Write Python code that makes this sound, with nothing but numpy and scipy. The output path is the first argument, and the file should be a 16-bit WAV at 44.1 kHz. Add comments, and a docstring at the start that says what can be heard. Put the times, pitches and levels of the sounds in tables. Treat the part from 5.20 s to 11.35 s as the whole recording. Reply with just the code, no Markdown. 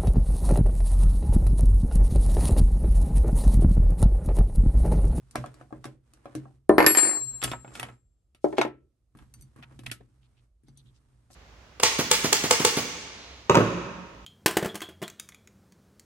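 """Opening a chainsaw on a wooden bench

A steel T-wrench knocks in the cover screw, drops on the bench and rocks to rest, its tube ringing
in beating pairs. The plastic cover snaps free and is set down; fingers work a small metal part loose.
Each blow is a crack, decaying modes, a rattle and a room tail. Hands sway the saw on its mounts
and slide in tiny uneven slips, close to the microphone, over a low workshop rumble."""
import sys
import numpy as np
from scipy import signal
from scipy.fft import rfft, irfft, next_fast_len
from scipy.io import wavfile
from scipy.ndimage import uniform_filter1d

SR = 44100
rng = np.random.default_rng(int(sys.argv[2]) if len(sys.argv) > 2 else 0)


def transcribe(signal):
    """Save signal, clipped to [-1, 1], as a 16-bit WAV file at the path in sys.argv[1]."""
    frames = np.atleast_2d(signal).T
    limited = np.clip(frames, -1, 1)
    pcm = np.round(limited * 32767).astype(np.int16)
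    wavfile.write(sys.argv[1], SR, pcm)


N = 271215
EDGE_HZ = 13600


def amp(db):
    """Decibels to gain."""
    return 10 ** (np.asarray(db) / 20)


def read(points, hz):
    """Interpolates a curve over log frequency."""
    f, value = np.transpose(points)
    return np.interp(np.log(hz + 1), np.log(f + 1), value)


def sides(db):
    """Stereo gains for a left-minus-right level."""
    return amp(np.array([[db], [-db]]) / 2)


def add(mix, s, sound):
    """Mixes a stereo sound in at time s."""
    part = mix[:, max(round(s * SR), 0):]
    part[:, :sound.shape[1]] += sound[:, :part.shape[1]]


def causal(gain_db):
    """Minimum-phase response: no ringing before the blow."""
    log_gain = np.log(amp(np.concatenate([gain_db, gain_db[-2:0:-1]])))
    return np.exp(np.conj(signal.hilbert(log_gain)))[:len(gain_db)]


# Left-right likeness: (frequency [Hz], correlation [0-1])
COHERENCE = [(100, 0.98), (350, 0.69), (700, 0.34), (2000, 0.32), (5000, 0.057), (9000, 0.56),
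             (13000, 0.11)]

def noise(size, spectrum=None):
    """Unit-power stereo noise, nearly mono in the bass."""
    hz = np.fft.rfftfreq(size, 1 / SR)
    left, other = rfft(rng.standard_normal((2, size)))
    same = np.clip(read(COHERENCE, hz), 0, 1)
    right = same * left + np.sqrt(1 - same ** 2) * other
    colour = amp(read(spectrum, hz)) if spectrum else 1
    x = irfft(np.array([left, right]) * colour, size)
    return x / x.std()


# Room noise: (frequency [Hz], relative density [dB])
RUMBLE_SPECTRUM = [(15, -46), (25, -13.5), (41, -8.5), (60, -2.5), (76, -14.5), (121, -19.5), (153, -31),
                   (264, -32.5), (308, -34.5), (653, -41), (988, -51.5), (1210, -46.5), (1620, -54),
                   (12200, -54), (15800, -88.5), (22000, -120)]

def workshop_rumble():
    """Steady low noise of a quiet room."""
    return amp(-67) * noise(next_fast_len(N), RUMBLE_SPECTRUM)[:, :N] * sides(-1.57)


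# Resting hand: (start [s], end [s], level [dB])
GRIPS = [(0, 0.727, -77.5), (0.87, 1.356, -80.5), (2.015, 2.72, -74), (3.984, 4.851, -81),
         (4.9, 5.247, -83), (5.477, 6.152, -81.5)]
# Pushes on the saw: (time [s], level [dB])
PUSHES = [(0.194, -43), (0.45, -65), (0.67, -57), (1.208, -65.5), (2.09, -57), (2.275, -42), (2.42, -86),
          (2.64, -55.5), (4.02, -55.5), (4.196, -53), (4.45, -73), (4.56, -57), (4.68, -53), (5.66, -60)]
# Skin slides: (centre [s], length [s], level [dB])
RUBS = [(0.234, 0.16, -59.5), (0.406, 0.085, -64), (0.57, 0.039, -69), (1, 0.21, -73.5), (1.17, .2, -65),
        (2.136, 0.22, -64.5), (2.303, 0.083, -55), (2.606, 0.19, -52.5), (4.001, 0.057, -70),
        (4.396, 0.059, -63), (4.523, 0.085, -66.5)]
# Sway, dull rub, bright scrape: (frequency [Hz], relative density [dB])
SWAY_SPECTRUM = [(40, -10), (60, 1.5), (90, -17), (112, -2.5), (126, 7), (150, -18), (230, -12.5),
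                 (330, -22), (600, -44)]
RUB_SPECTRUM = [(100, -28.5), (250, 3), (600, -4), (1300, -4), (2400, -12.5), (4000, -25), (9000, -42)]
SCRAPE_SPECTRUM = [(1200, -20), (3000, -4), (5000, -5.5), (7000, -6), (9200, -1.5), (10300, -7),
                   (11600, -9), (13000, -29.5)]

def hands(grip_fade_s=.034, push_rise_s=.025, push_fall_s=.05, grain_db=2):
    """Hands rock the saw on its mounts; skin and plastic slide in tiny uneven slips."""
    t = np.arange(N) / SR
    grip = np.max([amp(db) * np.exp(-abs(t - np.clip(t, start, end)) / grip_fade_s)
                   for start, end, db in GRIPS], axis=0)
    push = sum(amp(db) * np.exp(-np.maximum((s - t) / push_rise_s, (t - s) / push_fall_s))
               for s, db in PUSHES)
    slide = sum(amp(db) * np.exp(-(2 * (t - s) / length) ** 2) for s, length, db in RUBS)
    slips = uniform_filter1d(rng.standard_normal(N), size=120)
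    grain = amp(grain_db * slips / slips.std())
    grain /= np.sqrt(np.mean(grain ** 2))
    sway, rub, scrape = (noise(next_fast_len(N), spectrum)[:, :N]
                         for spectrum in [SWAY_SPECTRUM, RUB_SPECTRUM, SCRAPE_SPECTRUM])
    sway *= amp(6) * np.hypot(amp(10.5) * grip, push)
    rub *= amp(3) * np.hypot(grip, slide)
    scrape *= amp(4) * np.hypot(amp(-5) * grip, amp(-12.5) * slide)
    return (sway + grain * (rub + scrape)) * sides(-1.5)


# Thump, body, knock, crack and tick bands: (edge [Hz])
BAND_EDGES_HZ = [90, 180, 550, 1500, 4500, 13000]
BAND_CENTRES_HZ = np.sqrt(np.multiply(BAND_EDGES_HZ[1:], BAND_EDGES_HZ[:-1]))

def contacts(rows, thump_db, bite_db):
    """Time and five band levels per blow: weight drives the bass, hardness the treble."""
    crack_octaves, tick_octaves = np.log2(BAND_CENTRES_HZ[-2:] / BAND_CENTRES_HZ[2])
    hits = []
    for s, weight, knock, tilt in rows:
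        crack = knock + tilt * crack_octaves + bite_db
        tick = max(knock + tilt * tick_octaves, weight - 36)  # soft contacts still tick faintly
        hits.append((s, weight + thump_db, weight, knock, crack, tick))
    return hits


def shape_bands(x, levels_db):
    """Equalises a blow so that its first 30 ms approach the band levels."""
    size, early = x.shape[1], round(.03 * SR)
    hz = np.fft.rfftfreq(size, 1 / SR)
    edges = np.searchsorted(hz, BAND_EDGES_HZ)
    for _ in range(2):
        power = np.mean(abs(rfft(x[:, :early], size)) ** 2, axis=0) * 2 / (size * early)
        now_db = 10 * np.log10(np.add.reduceat(power, edges)[:-1] + 1e-20)
        gain_db = np.interp(np.log(hz + 1), np.log(BAND_CENTRES_HZ), levels_db - now_db)
        x = irfft(rfft(x) * causal(gain_db))
    return x


# Room decay: (frequency [Hz], T60 [s])
ROOM_DECAY = [(100, .5), (260, 0.4), (700, 0.22), (1840, .25), (4850, 0.16), (12000, 0.12)]

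def blows(hits, modes, colour, crack_t60_s, rattle_db, rattle_t60_s, fine_db, fine_t60_s, room_db):
    """Each blow: a short crack, the struck body's modes, a rattle of its parts, a room tail."""
    size, fine_count = 24576, 48
    t, out = np.arange(size) / SR, np.zeros((2, N))
    # a stiff body has many small modes besides its main ones
    fine_hz = np.geomspace(550, 12000, fine_count) * np.exp(.03 * rng.standard_normal(fine_count))
    fine = np.column_stack([fine_hz, np.full(fine_count, fine_db), fine_t60_s * (fine_hz / 2000) ** -.4])
    hz, height_db, t60 = np.vstack([modes, fine]).T[:, :, None]
    unit_peak = 2 * np.log(1000) / (t60 * SR)
    ring = unit_peak * amp(height_db - 60 * t / t60) * np.exp(2j * np.pi * hz * t)
    room_hz, room_t60 = np.transpose(ROOM_DECAY)
    bins = np.fft.rfftfreq(size, 1 / SR)
    room_bands = np.array([np.interp(np.log(bins + 1), np.log(room_hz), row)
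                           for row in np.eye(len(room_hz))])
    room_fades = amp(-60 * t / room_t60[:, None]) * (1 - np.exp(-t / .005)) / np.sqrt(SR * .02)
    crack, rattle = amp(-60 * t / crack_t60_s), amp(-60 * t / rattle_t60_s)
    contact = np.hypot(crack / np.linalg.norm(crack), amp(rattle_db) * rattle / np.linalg.norm(rattle))
    body = causal(read(colour, bins))
    spread_rad = np.sqrt(1 - np.clip(read(COHERENCE, hz[:, 0]), 0, 1))
    for s, *levels_db in hits:
        # the contact point sets each mode's strength
        strength = amp(2 * rng.standard_normal(len(hz)))
        drive = strength * np.exp(1j * spread_rad * rng.standard_normal((2, len(hz))))
        drive[:, len(modes):] *= rng.standard_normal(fine_count)
        tail = (irfft(rfft(noise(size))[:, None] * room_bands) * room_fades).sum(axis=1)
        blow = contact * noise(size) + (drive @ ring).real + amp(room_db) * tail
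        add(out, s, shape_bands(irfft(rfft(blow) * body), np.array(levels_db)))
    return out


# Blade knocks: (time [s], weight [dB], knock [dB], treble tilt [dB/oct])
SCREW_TURNS = [(0.111, -85, -76.5, 6.5), (0.1565, -35, -32, -3), (0.241, -51.5, -38, -11),
               (0.261, -56.5, -50.5, -2.5), (0.342, -58, -63, 0), (0.412, -54.5, -51, -7.5),
               (0.507, -65, -55.5, -18), (0.526, -40.5, -44.5, -9.5), (0.643, -79, -45.5, -2.1),
               (0.655, -42, -47, -1.5), (0.936, -65.5, -70.5, 3), (1.0566, -47.5, -45, -7.5),
               (1.152, -32.5, -49, 0.27), (1.2546, -70, -52, -15)]
# Saw body: (frequency [Hz], height over crack [dB], T60 [s])
SAW_MODES = [(133, 25.5, 0.55), (240, 15, 0.24), (310, 17, 0.17), (497, 4, 0.11), (717.5, 12.5, 0.034),
             (1123.5, 17, 0.031), (1279.3, 13, 0.024), (1620, 19.5, 0.085), (2488, 10, 0.047),
             (4192, 5, 0.027), (8890, 14, 0.013)]
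# Saw response: (frequency [Hz], gain [dB])
SAW_COLOUR = [(60, -10), (125, 2.5), (185, -9), (290, -1.5), (400, -2.5), (750, -1), (930, -8.5),
              (1200, -2), (1800, -2.5), (2000, -2), (9000, 5.5)]

def screw_turns():
    """The wrench blade knocks in the screw slot and rings the saw."""
    hits = contacts(SCREW_TURNS, thump_db=-8.5, bite_db=-2)
    return amp(-1.5) * blows(hits, SAW_MODES, SAW_COLOUR, crack_t60_s=.009, rattle_db=-3,
                             rattle_t60_s=.021, fine_db=10.5, fine_t60_s=.12, room_db=2.5)


# Noise swells: (centre [s], length [s], band centre [Hz], bandwidth [Hz], level [dB])
SWELLS = [(0.157, .014, 766, 503, -38), (0.65, 0.029, 2930, 4540, -55), (2.303, .08, 6050, 8000, -49),
          (2.567, 0.077, 6700, 7200, -51), (3.306, 0.2, 6950, 8300, -65), (3.377, 0.022, 2480, 4000, -44),
          (4.436, 0.031, 2530, 1800, -51.5), (4.667, 0.015, 2760, 1410, -36.5),
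          (4.7, .014, 2100, 1000, -48), (4.719, .018, 2500, 1410, -41), (4.81, .014, 476, 220, -53.5),
          (5.045, 0.068, 3400, 2000, -73.5), (5.187, 0.057, 3200, 2000, -73.5),
          (5.487, 0.049, 4120, 2010, -72), (5.591, 0.061, 3760, 890, -64.5),
          (5.68, 0.066, 3490, 902, -70.5), (5.764, 0.065, 4696, 4100, -73),
          (6.137, 0.08, 7450, 8000, -57.5)]

def noise_swells(grain_db=3.5):
    """Short swells of grainy band noise: scuffs, a dull knock and two faint breathy hisses."""
    out = np.zeros((2, N))
    for s, length, hz, width, db in SWELLS:
        size = round(length * SR)
        edges_hz = np.clip([hz - width / 2, hz + width / 2], 200, EDGE_HZ)
        band = signal.butter(2, edges_hz, "band", fs=SR, output="sos")
        flicker = uniform_filter1d(rng.standard_normal(size), size=60)
        x = signal.sosfilt(band, noise(size) * amp(grain_db * flicker / flicker.std()))
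        add(out, s - length / 2, amp(db) * x / x.std() * np.sqrt(np.hanning(size)))
    return out


# Wrench on bench: (time [s], weight [dB], knock [dB], treble tilt [dB/oct])
WRENCH_BOUNCES = [(1.4948, -12, -18.5, -14.5), (1.582, -16, -19, -5), (1.589, -28, -23.5, -8),
                  (1.6035, -31, -18, -7.5), (1.627, -25, -33, -2.5), (1.644, -27, -26.5, -6.5),
                  (1.6643, -45, -28, 3), (1.6685, -25.5, -32, -3.5), (1.705, -32.5, -37.5, -2),
                  (1.749, -43, -32.5, -1.5), (1.7723, -31, -36, -1), (1.7855, -42.5, -33, -1),
                  (2.015, -62, -61, -6)]
# Bench top: (frequency [Hz], height over crack [dB], T60 [s])
BENCH_MODES = [(215, 7.5, 0.18), (314.7, 20, 0.28), (359.8, 17, 0.057), (407.1, 13, 0.22), (478, 11, 0.073),
               (561, 5.7, 0.035), (696.2, 4.5, 0.32), (749, 2.5, 0.29), (985.5, 10, 0.26), (1206, 2, 0.71),
               (1230, 10, .15), (1788, 18, 0.11), (2360, 2.5, 0.026), (4940, 14, 0.012), (11700, 14, 0.004)]
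# Bench response: (frequency [Hz], gain [dB])
BENCH_COLOUR = [(60, -1), (170, -0.5), (215, 1.5), (750, -0.5), (1200, -1), (1450, 0), (2450, 0),
                (3100, -9), (6500, -12.5), (9000, -10.5)]

def wrench_drop(rock_start_s=1.83, first_gap_s=.021, gap_ratio=.985):
    """The wrench bounces, then rocks: each rock sooner, weaker and duller."""
    k = np.arange(8)
    times = rock_start_s + first_gap_s * (1 - gap_ratio ** k) / (1 - gap_ratio)
    weight_db, knock_db, tilt = -35 - 2.27 * k, -38.5 - 1.36 * k, -5 - .64 * k
    rocks = contacts(zip(times, weight_db, knock_db, tilt), thump_db=-27, bite_db=9.5)
    bounces = contacts(WRENCH_BOUNCES, thump_db=-22, bite_db=5)
    return sides(.8) * blows(bounces + rocks, BENCH_MODES, BENCH_COLOUR, crack_t60_s=.013, rattle_db=-3,
                             rattle_t60_s=.07, fine_db=7, fine_t60_s=.12, room_db=-1)


# Tube modes: (frequency [Hz])
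TUBE_HZ = [4131, 4494, 5469, 7508, 8988, 11308]
# Per mode: (rocking T60 [s], resting T60 [s], pan [dB], left lead [rad])
TUBE_MODES = [(0.67, 1, 1.5, -1.1), (0.87, 0.52, 0, -1.5), (1.2, 0.59, 1, -1.7), (.68, 0.98, 9, 1.5),
              (6, 0.25, 0.5, -0.48), (0.37, 1, -1, 1.5)]
# Twin of each mode: (offset [Hz], relative level [dB])
TUBE_TWINS = [(5, -25), (10, -16), (8, -20), (-15.5, -11), (-18, -20), (22, -16)]
# Twin level; the beating deepens as the ring fades, then eases: (time [s], gain [dB])
TWIN_GAIN = [(1.85, 0), (2.13, 9), (2.4, 4)]
# Blows on the tube: (time [s], level of each of six modes [dB])
TUBE_STRIKES = [(1.4915, -63, -66.5, -75.5, -72, -52, -76), (1.583, -48.5, -37, -57.5, -47, -57.5, -32),
                (1.6632, -46, -33.5, -39.5, -19.5, -33.5, -13.5),
                (1.7727, -35.5, -33, -43.5, -12.5, -25, -52)]

def wrench_ring(rest_s=1.881):
    """The out-of-round steel tube rings in beating pairs; blows add energy, damping changes at rest."""
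    t, out = np.arange(N) / SR, np.zeros((2, N))
    since_last = t - TUBE_STRIKES[-1][0]  # each pair leaves the last blow in phase
    for k, (rocking_t60, resting_t60, pan_db, lead) in enumerate(TUBE_MODES):
        lost_db = 60 * np.cumsum(np.where(t < rest_s, 1 / rocking_t60, 1 / resting_t60)) / SR
        energy = np.zeros(N)
        for s, *levels_db in TUBE_STRIKES:
            at = round(s * SR)
            energy[at:] += amp(levels_db[k] - lost_db[at:] + lost_db[at]) ** 2
        phase = 2 * np.pi * TUBE_HZ[k] * since_last + np.array([[lead], [0]])
        offset_hz, twin_db = TUBE_TWINS[k]
        twin_gain = amp(twin_db + np.interp(t, *np.transpose(TWIN_GAIN)))
        twin = twin_gain * np.sin(phase + 2 * np.pi * offset_hz * since_last)
        out += np.sqrt(energy) * (np.sin(phase) * sides(pan_db) + twin)
    return out


def deep_thump(time_s=1.6685, width_s=.00026):
    """A brief, deep thump under the loudest clash."""
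    t = np.arange(N) / SR - time_s
    pulse = amp(-15) * np.exp(-(t / width_s) ** 2 / 2)
    return signal.lfilter(*signal.butter(1, 70, "high", fs=SR), pulse)


# Catches letting go: (time [s], weight [dB], knock [dB], treble tilt [dB/oct])
PLASTIC_SNAPS = [(2.217, -67, -50.5, 1), (2.2275, -46.5, -38, -2), (2.238, -64, -70.5, 14),
                 (2.243, -40.5, -40.5, 2.5), (2.277, -51, -44, -4.5), (2.3155, -43, -41.5, -1.5),
                 (2.334, -49.5, -37.5, -8.5), (2.4467, -55.5, -49, -10.5), (2.478, -54.5, -57.5, -5.5),
                 (2.5535, -64, -49.5, -1), (2.5974, -56, -46, 1.5), (2.6298, -53, -41.5, -1.5),
                 (2.6862, -58.5, -52, -6), (3.148, -71, -72.5, 1.5), (3.9885, -84, -64.5, -2.5),
                 (4.4265, -79, -56, -4), (4.439, -69, -66, -4), (4.5916, -51, -65, 2),
                 (4.6639, -60.5, -54.5, 2), (4.7148, -51.5, -51, 4), (4.809, -59.5, -68.5, -5.5),
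                 (6.103, -64, -63.5, -9.5)]
# Housing: (frequency [Hz], height over crack [dB], T60 [s])
SHELL_MODES = [(120.06, 31.3, 0.52), (249.4, 2.47, 0.25), (655, 5.4, 0.074), (729.5, 19, 0.053),
               (919, 3.9, 0.19), (1298, 19, 0.2), (1440, 1, 0.0057), (2640, 4.4, 0.019), (3410, 12, 0.013),
               (5270, 1.8, 0.033), (9750, 15.7, 0.066), (12900, 5.8, 0.055)]
# Housing response: (frequency [Hz], gain [dB])
SHELL_COLOUR = [(60, -3.5), (250, 3.5), (430, -3.5), (720, -9), (1300, -1.5), (1900, 3.5), (2600, 6),
                (3500, 4), (7000, -1), (9300, 5.5)]

def plastic_snaps():
    """Plastic catches and snaps past the housing."""
    hits = contacts(PLASTIC_SNAPS, thump_db=-3, bite_db=3.5)
    return blows(hits, SHELL_MODES, SHELL_COLOUR, crack_t60_s=.014, rattle_db=0,
                 rattle_t60_s=.11, fine_db=11, fine_t60_s=.08, room_db=-2)


# Cover on bench: (time [s], weight [dB], knock [dB], treble tilt [dB/oct])
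COVER_BOUNCES = [(3.2435, -20.5, -27, -18.5), (3.327, -34.5, -43, -10.5), (3.3828, -28, -26.5, -6.5),
                 (3.39, -23, -33, -7.5), (3.4138, -34.5, -25.5, -5), (3.45, -31, -37, -8.5),
                 (3.475, -49.5, -51, -7)]
# Loose cover: (frequency [Hz], height over crack [dB], T60 [s])
COVER_MODES = [(130.6, 16.84, 0.54), (234, 11.4, 0.119), (305, 12.3, 0.17), (371, 14.5, 0.14),
               (407, 8.8, 0.067), (514, 5.6, 0.017), (615, 9.8, 0.074), (655, 5.5, 0.051),
               (789, 7.8, 0.053), (838, 4.8, 0.041), (1007, 5.3, 0.16), (1326, 9.9, 0.3), (1840, 3, 0.23),
               (2210, 11, 0.049)]
# Cover response: (frequency [Hz], gain [dB])
COVER_COLOUR = [(60, -8), (260, -4.5), (350, 1.5), (470, 0), (550, 3), (980, 2), (1130, -4), (2400, -10),
                (3200, -11), (4200, -9), (6000, -7), (9000, -6)]

def cover_landing():
    """The loose cover clatters onto the bench."""
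    hits = contacts(COVER_BOUNCES, thump_db=-27.5, bite_db=4.5)
    return sides(1.2) * blows(hits, COVER_MODES, COVER_COLOUR, crack_t60_s=.025, rattle_db=-3,
                              rattle_t60_s=.12, fine_db=9, fine_t60_s=.1, room_db=-3)


# Fingertip contacts: (time [s], weight [dB], knock [dB], treble tilt [dB/oct])
FINGER_PATS = [(3.951, -56.5, -64, -4), (3.972, -87, -73, 2), (4.023, -70, -64.5, -4.5),
               (4.362, -59, -63, -2), (4.39, -56.5, -63.5, -6), (4.511, -61, -64.5, -6),
               (4.635, -60.5, -62.5, -1), (5.435, -67, -91, 4)]

def finger_pats():
    """Fingertips land on the engine and shift their grip."""
    hits = contacts(FINGER_PATS, thump_db=.5, bite_db=-3.5)
    return amp(-1) * blows(hits, SAW_MODES, SHELL_COLOUR, crack_t60_s=.04, rattle_db=5,
                           rattle_t60_s=.13, fine_db=3, fine_t60_s=.08, room_db=3)


# Nudges: (time [s], weight [dB], knock [dB], treble tilt [dB/oct])
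METAL_TICKS = [(4.1391, -82.5, -71.5, 5.5), (4.211, -105, -89.5, 10), (4.222, -68, -80, 7),
               (5.4841, -61.5, -72, .5), (5.574, -76, -92.5, 11)]
# Metal part: (frequency [Hz], height over crack [dB], T60 [s])
METAL_MODES = [(136.5, 30.3, 0.6), (3640, 9.2, 0.065), (4550, 31.4, 0.11), (6045, 35, 0.091),
               (7960, 7, 0.13), (8820, 27, 0.08), (8900, 12, 0.05), (9900, 16, 0.036)]

def metal_ticks():
    """A small metal part on the engine is nudged and rings briefly."""
    hits = contacts(METAL_TICKS, thump_db=6, bite_db=-5.5)
    return sides(1) * blows(hits, METAL_MODES, SHELL_COLOUR, crack_t60_s=.024, rattle_db=-2,
                            rattle_t60_s=.15, fine_db=14, fine_t60_s=.06, room_db=-1)


# Phase between ports: (frequency [Hz], left lead [rad])
PORT_LEAD = [(50, 0), (130, .2), (380, .55), (750, .7), (1500, .4), (3000, .8), (5500, .4), (9000, -.9),
             (13000, -.6)]

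def mic_ports(x):
    """Sound from the bench reaches the two microphone ports slightly out of phase."""
    size = next_fast_len(N + SR)
    lead = read(PORT_LEAD, np.fft.rfftfreq(size, 1 / SR))
    return irfft(rfft(x, size) * np.exp(.5j * np.array([lead, -lead])), size)[:, :N]


def scene():
    """All the handling over the workshop rumble."""
    handling = hands() + screw_turns() + noise_swells() + wrench_drop()
    handling += plastic_snaps() + cover_landing() + finger_pats() + metal_ticks()
    return workshop_rumble() + mic_ports(handling) + wrench_ring() + deep_thump()


# Microphone response: (frequency [Hz], gain [dB])
MIC_COLOUR = [(20, -11), (60, 1.5), (9500, -0.5), (10300, -12.5), (11200, 2.5), (12000, -8), (12700, -16.5),
              (13500, -27)]

def record(dry):
    """Microphone colour, soft overload on the hardest blows, steep low-pass."""
    hz = np.fft.rfftfreq(2048, 1 / SR)
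    mic_impulse = irfft(causal(read(MIC_COLOUR, hz)))
    coloured = signal.oaconvolve(dry, mic_impulse[None], axes=1)[:, :N]
    rounded = coloured / (1 + (coloured / .88) ** 8) ** (1 / 8)
    lowpass = signal.firwin(255, EDGE_HZ, window=("kaiser", 9), fs=SR)
    return signal.oaconvolve(rounded, lowpass[None], "same")


dry = scene()
out = record(dry)
transcribe(out)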